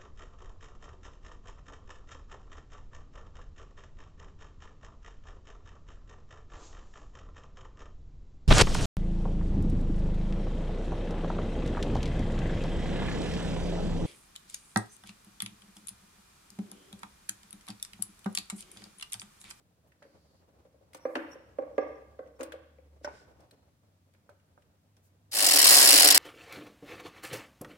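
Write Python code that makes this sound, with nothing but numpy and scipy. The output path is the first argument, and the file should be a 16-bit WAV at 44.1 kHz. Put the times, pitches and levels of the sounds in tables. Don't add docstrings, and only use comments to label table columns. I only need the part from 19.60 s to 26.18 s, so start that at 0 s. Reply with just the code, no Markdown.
import sys
import numpy as np
from scipy import signal
from scipy.fft import rfft, irfft, next_fast_len
from scipy.io import wavfile
from scipy.ndimage import uniform_filter1d

SR = 44100
rng = np.random.default_rng(int(sys.argv[2]) if len(sys.argv) > 2 else 0)


def master(y):
    cut = np.clip(np.atleast_2d(y).T, -1, 1)
    pcm = np.round(cut * 32767)
    wavfile.write(sys.argv[1], SR, pcm.astype(np.int16))


N = 290178
TIME = np.arange(N) / SR


def undb(db):
    return 10 ** (np.asarray(db) / 20)


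def unit(x):
    return x / np.sqrt(np.mean(x ** 2))


def curve(rows, axis=1):
    rows = np.array(rows)
    return np.interp(TIME, rows[:, 0], rows[:, axis])


def fade(t60, size):
    return np.exp(-np.log(1000) * TIME[:size] / t60)


def swell(s, length_s):
    return np.exp(-((TIME - s) / length_s) ** 2)


def wander(size):
    once = uniform_filter1d(rng.standard_normal(N), size)
    return unit(uniform_filter1d(once, size))


def through(x, response):
    return signal.fftconvolve(x, response)[:len(x)]


def band(x, lo, hi, order=3):
    sos = signal.butter(order, [lo, min(hi, SR * .45)], "band", fs=SR, output="sos")
    return signal.sosfilt(sos, x)


def colour(x, points, tilt_db=0, size=2048):
    hz, db = np.transpose(points)
    octave = np.log2(np.maximum(np.fft.rfftfreq(size, 1 / SR), 1))
    tilted_db = db + tilt_db * np.log2(hz / hz[0])
    gain = undb(np.interp(octave, np.log2(hz), tilted_db))
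    cepstrum = irfft(np.log(gain))
    cepstrum[1:size // 2] *= 2
    cepstrum[size // 2 + 1:] = 0
    return through(x, irfft(np.exp(rfft(cepstrum))))


def ring(modes, tilt_db=0, scatter_db=1, detune=0.02, size=16384):
    total = np.zeros(size)
    for hz, db, t60 in modes:
        gain = undb(db + tilt_db * np.log2(hz) + scatter_db * rng.standard_normal())
        pitch = hz * (1 + detune * rng.standard_normal())
        total += gain * fade(t60, size) * np.sin(2 * np.pi * pitch * TIME[:size])
    return total


def resonate(x, hz, t60):
    r = np.exp(-np.log(1000) / (t60 * SR))
    return unit(signal.lfilter([1, 0, -1], [1, -2 * r * np.cos(2 * np.pi * hz / SR), r * r], x))


def burst(t60, size=16384):
    x = rng.standard_normal(size) * fade(t60, size)
    return x / np.linalg.norm(x)


# frequency in Hz, side level minus mid level in dB.
STEREO_WIDTH = [(60, -10.5), (380, -11), (560, -6), (760, -0.5), (1200, 1), (2400, -0.5), (4400, 1),
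                (8100, 2), (15000, 3)]


def stereo(mid, side):
    side = colour(side, STEREO_WIDTH)
    return np.array([mid + side, mid - side])


def hiss(points):
    return stereo(*(unit(colour(x, points, size=8192)) for x in rng.standard_normal((2, N))))


def add(out, s, x, db, size=128, bay_t60=0.022):
    start = max(int(s * SR), 0)
    x = x * undb(db) / np.sqrt(uniform_filter1d(x ** 2, size).max())
    reflections = through(x, burst(bay_t60))
    out[:, start:start + len(x)] += stereo(x, reflections)[:, :N - start]


# time in seconds, mean firing rate in Hz, mean level in dB.
VEHICLE_DRONE = [(0, 79.3, -86), (1.5, 66, -76), (2.1, 65.5, -65), (2.6, 68.5, -67), (3.0, 72.5, -64.5),
                 (3.5, 72.6, -56.5), (3.7, 72.2, -80), (4.0, 80.1, -84), (4.2, 95.1, -69), (5, 95, -70.5),
                 (5.6, 98.8, -67), (6.58, 99, -61.5)]
# frequency in Hz, level in dB.
AIR_SPECTRUM = [(15, -33.5), (25, -33), (58, -20), (70, -9.5), (96, -8.5), (177, -8.5), (197, -12.5),
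                (309, -16), (392, -46), (616, -34), (916, -31), (14000, -43)]


def background(air_db=-70, pitch_wander=0.038, waver_db=1.5):
    firing_hz = curve(VEHICLE_DRONE) * (1 + pitch_wander * wander(size=8000))
    turns = np.cumsum(firing_hz) / SR
    note = np.sqrt(2) * np.sin(2 * np.pi * turns)
    drone = note * undb(curve(VEHICLE_DRONE, axis=2)) * undb(waver_db * wander(size=4000))
    return drone + hiss(AIR_SPECTRUM) * undb(air_db)


# loudest moment in seconds, level in dB, peak to 1/e in seconds.
ARM_DRAGS = [(0.806, -66.5, 0.43), (2.094, -63.5, 0.62), (3.666, -61, 0.35)]
# frequency in Hz, level in dB.
RUSTLE_SPECTRUM = [(25, -39), (70, 10.5), (150, -1.5), (300, -1), (560, 2), (900, -8.5), (1600, -18),
                   (3000, -25.5), (6000, -29), (15000, -43)]


def rubbing(rest_db=-74.5, grip_db=3.0):
    drags = sum((undb(db) * swell(s, length_s)) ** 2 for s, db, length_s in ARM_DRAGS)
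    power = undb(rest_db) ** 2 + drags
    return hiss(RUSTLE_SPECTRUM) * np.sqrt(power) * undb(grip_db * wander(size=900))


# loudest moment in seconds, peak in dB, peak to 1/e in seconds.
BOLT_SQUEAKS = [(1.433, -70, 0.033), (1.719, -55, 0.0072), (1.734, -53.5, 0.007), (1.76, -72.5, 0.13),
                (2.155, -78, .014), (2.22, -66.5, .016), (2.27, -76.5, .13), (2.359, -72, 0.0096),
                (2.765, -78, .008)]
# loudest moment in seconds, peak in dB,
# peak to 1/e in seconds, centre in Hz.
PART_SCRAPES = [(0.284, -78, .014, 12500), (1.371, -63, 0.01, 7200), (1.552, -72.5, 0.14, 9700),
                (1.727, -70.5, 0.029, 8800), (2.799, -64, 0.0076, 7000), (3.451, -57, 0.014, 4380),
                (3.571, -67.5, 0.074, 4780), (5.457, -73, 0.029, 10670)]
SQUEAK_HZ, SQUEAK_WIDTH_HZ = 5610, 260
SCRAPE_WIDTH = 1


def squeaks(size=16384):
    out = np.zeros((2, N))
    middle = size / 2 / SR
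    narrow = [(s, db, length_s, SQUEAK_HZ, SQUEAK_WIDTH_HZ) for s, db, length_s in BOLT_SQUEAKS]
    broad = [(s, db, length_s, hz, hz * SCRAPE_WIDTH) for s, db, length_s, hz in PART_SCRAPES]
    for s, db, length_s, hz, width_hz in narrow + broad:
        slide = rng.standard_normal(size) * swell(middle, length_s)[:size]
        add(out, s - middle, band(slide, hz - width_hz / 2, hz + width_hz / 2, order=2), db)
    return out


# start in seconds, reference level in dB, tilt in dB per octave,
# ring in Hz, ring relative to the reference in dB.
STEEL_TICKS = [(0.319, -62.5, -4, 2150, -6), (0.425, -53.5, -3.5, 2260, -9), (1.333, -52, 1.5, 8640, -12),
               (1.346, -47, 3, 6300, -8), (1.554, -31, -7, 2930, -8.5), (2.808, -43, -1, 6500, -9),
               (2.831, -42, 4, 8400, -5), (2.921, -47, 0.5, 1630, 2.5), (2.923, -49, -2, 3230, -2),
               (2.673, -69, -1, 6000, -11), (3.446, -37, -13.5, 5500, -9), (3.805, -67, 4, 5270, -4),
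               (3.910, -58.5, 3.5, 4060, -1), (4.537, -69, 1.5, 4560, -13), (4.547, -70, -4, 2400, -5),
               (4.798, -75, -1, 2834, -2), (4.694, -65.5, 4.5, 4120, -11), (5.022, -68.5, 0, 2800, -4),
               (5.367, -65, 2, 5600, -5.5)]
# frequency in Hz, level in dB.
TICK_SPECTRUM = [(500, -50), (1500, 1), (2600, -6), (3500, -8), (5000, -11.5), (7000, -16.5), (8700, -12),
                 (11000, -18.5), (16000, -25)]
RATTLE_DB, RATTLE_T60_S, RATTLE_GRAIN_DB = -12, 0.15, 1
FIDGET_PER_S, FIDGET_DB, FIDGET_SPREAD_DB = 1.6, -78, 2


def ticks(t60=0.03, level_db=-2, ring_t60=0.0072, size=16384):
    out = np.zeros((2, N))
    for s, db, tilt_db, hz, ring_db in STEEL_TICKS:
        add(out, s, colour(burst(t60), TICK_SPECTRUM, tilt_db), db + level_db)
        add(out, s, resonate(burst(t60), hz, ring_t60), db + ring_db)
        rattle = burst(RATTLE_T60_S) * undb(RATTLE_GRAIN_DB * wander(size=60)[:size])
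        add(out, s, colour(rattle, TICK_SPECTRUM, tilt_db), db + RATTLE_DB)
    for slot in np.arange(0, TIME[-1], 1 / FIDGET_PER_S)[:-1]:
        s = slot + rng.random() / FIDGET_PER_S
        db = FIDGET_DB + FIDGET_SPREAD_DB * rng.standard_normal()
        add(out, s, colour(burst(t60), TICK_SPECTRUM), db)
    return out


# centre in Hz, width in Hz, relative level in dB.
SLIDE_BANDS = [(4650, 860, 10), (6300, 1400, -3), (9550, 770, -5)]


def sliding(from_s=0.375, to_s=0.85, edge_s=0.055, level_db=-80):
    contact = np.clip(np.minimum(TIME - from_s, to_s - TIME) / edge_s, 0, 1)
    friction = rng.standard_normal((2, N))
    rings = 0
    for hz, width_hz, db in SLIDE_BANDS:
        rings = rings + undb(db) * unit(band(friction, hz - width_hz / 2, hz + width_hz / 2, order=1))
    return stereo(*unit(rings)) * contact * undb(level_db)


# frequency in Hz, level in dB, t60 in seconds.
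BRACKET_MODES = [(332, 5, 0.09), (477, -19, 0.05), (582, 8, 0.12), (765, -4.5, 0.096), (905, 0.5, 0.032),
                 (1005, -5, 0.028), (1330, 0, 0.014), (1485, -4, 0.018), (1570, -9, 0.064),
                 (2360, -13, 0.02)]
# start in seconds, peak in dB, favoured pitch in Hz,
# fall in dB per octave away from it.
BRACKET_CLUNKS = [(0.422, -50.5, 1496, 7), (3.446, -34, 593, 11), (3.475, -33, 930, 31),
                  (4.692, -47, 1470, 10.5), (4.977, -54.5, 1497, 12)]
# frequency in Hz, level in dB.
CLACK_SPECTRUM = [(150, -18.5), (300, 10.5), (700, 10), (1050, 3.5), (1350, -4.5), (1650, -10.5),
                  (2400, -3.5), (3200, -22.5), (6000, -22), (16000, -48.5)]


def clunks(clack_db=-12, clack_t60=0.21):
    out = np.zeros((2, N))
    for s, db, favoured_hz, fall_db in BRACKET_CLUNKS:
        modes = [(hz, mode_db - fall_db * abs(np.log2(hz / favoured_hz)), t60)
                 for hz, mode_db, t60 in BRACKET_MODES]
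        add(out, s, band(ring(modes), 330, 1460, order=2), db, bay_t60=.012)
        add(out, s, colour(burst(clack_t60), CLACK_SPECTRUM), db + clack_db)
    return out


# frequency in Hz, level in dB, t60 in seconds.
COVER_MODES = [(299, -12, 0.14), (314.8, -10.5, 0.2), (350, -7, 0.055), (420, -13.5, 0.07), (452, -9, 0.06),
               (484.4, 3, 0.05), (529.7, 6.5, 0.068), (560, -1.5, 0.074), (546, -9, 0.023),
               (749, -15.5, 0.13), (930, -10.5, .025), (1131, -12.5, 0.044), (1600, -17, 0.028),
               (2080, -17.5, 0.018)]
# start in seconds, peak of the body in dB, tilt of the modes in dB per octave, # contact relative to that peak
# in dB (before the clack and tap trims), tap pitch in Hz.
COVER_KNOCKS = [(0.451, -54.5, -7, -9, 1240), (1.051, -55, 3, -24, 1110), (1.143, -60, 0, -20, 1050),
                (1.21, -63, 0, -27, 1034), (1.347, -47.5, -8, 2.5, 1040), (1.453, -25, 1.5, -14.5, 1180),
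                (1.555, -31.5, -16.5, 2, 1370), (1.567, -29, -18.5, -4.5, 830),
                (1.755, -45.5, -3, -29, 1120), (1.986, -26.5, 1, -24, 1860), (2.022, -35, 0, -19, 1143),
                (2.180, -21, 4.5, -16.5, 1570), (2.591, -35.5, 2.5, -18.5, 1060),
                (2.663, -51.5, -13, -16, 2270), (2.793, -54, 6, 3, 1100), (2.802, -36, -7, -8.5, 805),
                (2.814, -35.5, -12, -8, 1140), (2.829, -39, 4, -22, 1160), (2.938, -40.5, 2, -29, 1700),
                (3.185, -53, -0.5, -11.5, 1690), (3.412, -55.5, -9, -20, 1100)]


def knocks(clack_db=-3, clack_t60=0.066, tap_db=-2, tap_t60=0.0072, tap_width=0.33,
           contact_hz=2300, low_hz=255, push_s=0.0041, hand_t60=1.0):
    out = np.zeros((2, N))
    for s, db, tilt_db, contact_db, hz in COVER_KNOCKS:
        body = ring(COVER_MODES, tilt_db)
        push = 1 - fade(push_s * np.log(1000), len(body))
        body = body * push * fade(hand_t60, len(body))
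        add(out, s, band(body, low_hz, contact_hz, order=4), db, size=400)
        add(out, s, colour(burst(clack_t60), CLACK_SPECTRUM), db + contact_db + clack_db)
        tap = band(burst(tap_t60), hz * (1 - tap_width), hz * (1 + tap_width), order=2)
        add(out, s, tap, db + contact_db + tap_db)
    return out


def effort(rate, level_db=-16, spin_up_s=0.18, speed_db_per_octave=1, surge_db=2.5, surge_s=0.069):
    spin_up = 1 - np.exp(-TIME[:len(rate)] / spin_up_s)
    speeding_up = uniform_filter1d(np.maximum(np.gradient(rate), 0), int(surge_s * SR))
    speed_db = speed_db_per_octave * np.log2(rate / rate.max())
    return spin_up * undb(level_db + speed_db + surge_db * speeding_up / speeding_up.max())


# frequency in Hz, radians by which left leads,
# left minus right in dB.
PORT_RESPONSE = [(620, 0, 0), (1300, 2.4, -3), (1900, 1.7, -1), (2450, 3.1, -4), (2900, 6.3, 0),
                 (3400, 9.2, 1), (4370, 10.5, 6), (4620, 9.4, 4), (4900, 10.7, -7), (5200, 11.6, 2),
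                 (5470, 11.4, -4), (5650, 12.4, 0), (7700, 13.2, 4), (8700, 12, -1), (10000, 12.4, 4),
                 (12500, 13.8, 0), (16000, 14.6, 0)]


def ports(x):
    hz, lead, balance_db = np.transpose(PORT_RESPONSE)
    size = next_fast_len(len(x) + 2048)
    bins = np.fft.rfftfreq(size, 1 / SR)
    turn = np.exp(.5j * np.interp(bins, hz, lead))
    lean = undb(np.interp(bins, hz, balance_db))
    gains = np.array([lean * turn, 1 / turn]) * np.sqrt(2 / (1 + lean ** 2))
    return irfft(rfft(x, size) * gains, size)[:, :len(x)]


# time in seconds, strokes per second.
RATCHET_SPEED = [(5.712, 58.2), (5.84, 49.5), (5.97, 35.9), (6.04, 36.0), (6.15, 71.1), (6.33, 59.1),
                 (6.4, 45.0), (6.5, 29), (6.58, 12.5)]
# share of the stroke, mean force in dB, tilt in dB per octave.
PAWL_IMPACTS = [(.005, 0.5, -1.5), (.13, 2, 1), (0.255, -1, -1.5), (.51, 2.5, -2)]
# frequency in Hz, level in dB.
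HEAD_SPECTRUM = [(30, -30), (130, -25), (200, -25.5), (550, -19.5), (1000, -11.5), (1300, -8.5), (1900, -5),
                 (3300, -3.5), (4500, 3.5), (5200, 1.5), (6300, -3), (7600, 1), (9000, -1), (10000, 1),
                 (12500, -3.5), (15500, -5)]
# frequency in Hz, relative level in dB, t60 in seconds.
STEEL_RINGS = [(1915, -12, .08), (4371, -3, .06), (4720, -2, .02), (4945, 2, .04), (5085, -1, .04),
               (5475, -3, .06), (5580, -2, .05), (5797, -7, .07), (7227, -5, .06), (7442, -6, .04),
               (7705, -4, .06), (8263, -7, .04), (8677, -6, .08), (9620, 1, .025), (9880, -1, .02),
               (10105, -4, .03)]
# frequency in Hz, relative level in dB, t60 in seconds.
ENGINE_MODES = [(285.4, 1, 0.093), (315, -4, 0.3), (327, -4, 0.21), (405.4, -1, 0.13), (419, 0.5, 0.034),
                (516, 1.5, 0.03), (573, 3.5, 0.042), (663, -1.5, 0.16), (715, 1.5, 0.084), (792, -1, 0.21),
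                (903, -4, 0.019), (1087, -3.5, 0.049)]
CHATTER_T60_S, CHATTER_GRAIN_DB, UNEVEN_DB = .033, 1.4, .5
LOAD_DB = -17.5


def ratchet(slip=0.00074, steel_t60=0.017, shake_t60=0.0073, steel_db=-6.0, pivot_hz=6000, bay_db=-3.5):
    start = int(RATCHET_SPEED[0][0] * SR)
    rate = curve(RATCHET_SPEED)[start:]
    turns = np.cumsum(rate) / SR
    share, force_db, tilt_db = np.transpose(PAWL_IMPACTS)
    chance = rng.standard_normal((int(turns[-1]) + 1, 2, len(share)))
    strokes = np.arange(len(chance))[:, None]
    at = np.searchsorted(turns, strokes + share + slip * chance[:, 0])
    grains = undb(CHATTER_GRAIN_DB * wander(size=32)[start:])

    def force(hz, t60, scatter_db):
        blow_db = force_db + tilt_db * np.log2(hz / pivot_hz) + UNEVEN_DB * chance[:, 1]
        blows = np.zeros(len(rate) + 1)
        blows[at] = undb(blow_db + scatter_db * rng.standard_normal(at.shape))
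        energy_decay = fade(t60, size=2)[1] ** 2
        energy = signal.lfilter([1], [1, -energy_decay], blows[:-1] ** 2 / rate)
        energy = np.abs(uniform_filter1d(energy, size=24))
        return np.sqrt(energy) * grains * rng.standard_normal((3, len(rate)))

    edges = np.linspace(30, 18000, 13)
    chatter = 0
    for lo, hi in zip(edges, edges[1:]):
        blows = force((lo + hi) / 2, CHATTER_T60_S, scatter_db=2.2)
        chatter = chatter + band(blows, lo, hi, order=4)
    clatter = unit(np.array([colour(x, HEAD_SPECTRUM) for x in chatter]))
    steel = unit(sum(undb(db) * resonate(force(hz, steel_t60, scatter_db=0.5), hz, t60)
                     for hz, db, t60 in STEEL_RINGS))
    shake = force(ENGINE_MODES[0][0], shake_t60, scatter_db=1.5)
    hum = sum((-1) ** k * undb(db) * resonate(shake, hz, t60)
              for k, (hz, db, t60) in enumerate(ENGINE_MODES))
    engine = unit(band(hum, 287, 2000))
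    head = unit(clatter + undb(steel_db) * steel)
    direct, *scattered = (head + undb(LOAD_DB) * engine) * effort(rate)
    out = ports(direct) + undb(bay_db) * stereo(*scattered)
    return np.pad(out, ((0, 0), (start, 0)))


# delay in seconds, level in dB, top in Hz.
ROOM_ECHOES = [(.037, -18.5, 2790), (.078, -21, 900), (.124, -22, 830)]


def echoes(x):
    out = np.zeros((2, N))
    for s, db, top_hz in ROOM_ECHOES:
        late = np.pad(band(x, 270, top_hz, order=2), ((0, 0), (int(s * SR), 0)))
        out += undb(db) * late[:, :N]
    return out


# low edge in Hz, high edge in Hz (limited by the filter), t60 in seconds, level in dB.
GARAGE_TAIL = [(175, 656, 0.65, 6), (440, 744, 0.64, 0), (900, 2940, 0.74, 9.5), (2280, 5370, 0.94, 4),
               (5130, 16000, 0.94, -17.5), (8900, 38000, 0.13, -5)]


def garage(x, wet_db, build_s=0.0034, grain_db=1.5, size=44100):
    build = 1 - np.exp(-(TIME[:size] / build_s) ** 2)
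    build = build * unit(undb(grain_db * wander(size=110)[:size]))
    tails = sum(undb(db) * fade(t60, size) * band(rng.standard_normal((2, size)), lo, hi)
                for lo, hi, t60, db in GARAGE_TAIL)
    mono = x.mean(axis=0)
    return undb(wet_db) * stereo(*(through(mono, tail * build / np.sqrt(SR / 20)) for tail in tails))


def scene():
    steel, bracket, bumps, tool = ticks(), clunks(), knocks(), ratchet()
    room = echoes(bumps + steel)
    room = room + garage(steel, wet_db=-17.0) + garage(bracket, wet_db=-20.0)
    room = room + garage(bumps, wet_db=-11.5) + garage(tool, wet_db=-12)
    handling = rubbing() + squeaks() + steel + sliding() + bracket + bumps
    return background() + handling + tool + room


def record(dry):
    rounded = np.tanh(0.87 * dry) / 0.99
    return signal.sosfilt(signal.ellip(10, .2, 80, 16150, fs=SR, output="sos"), rounded)


dry = scene()
out = record(dry)
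master(out)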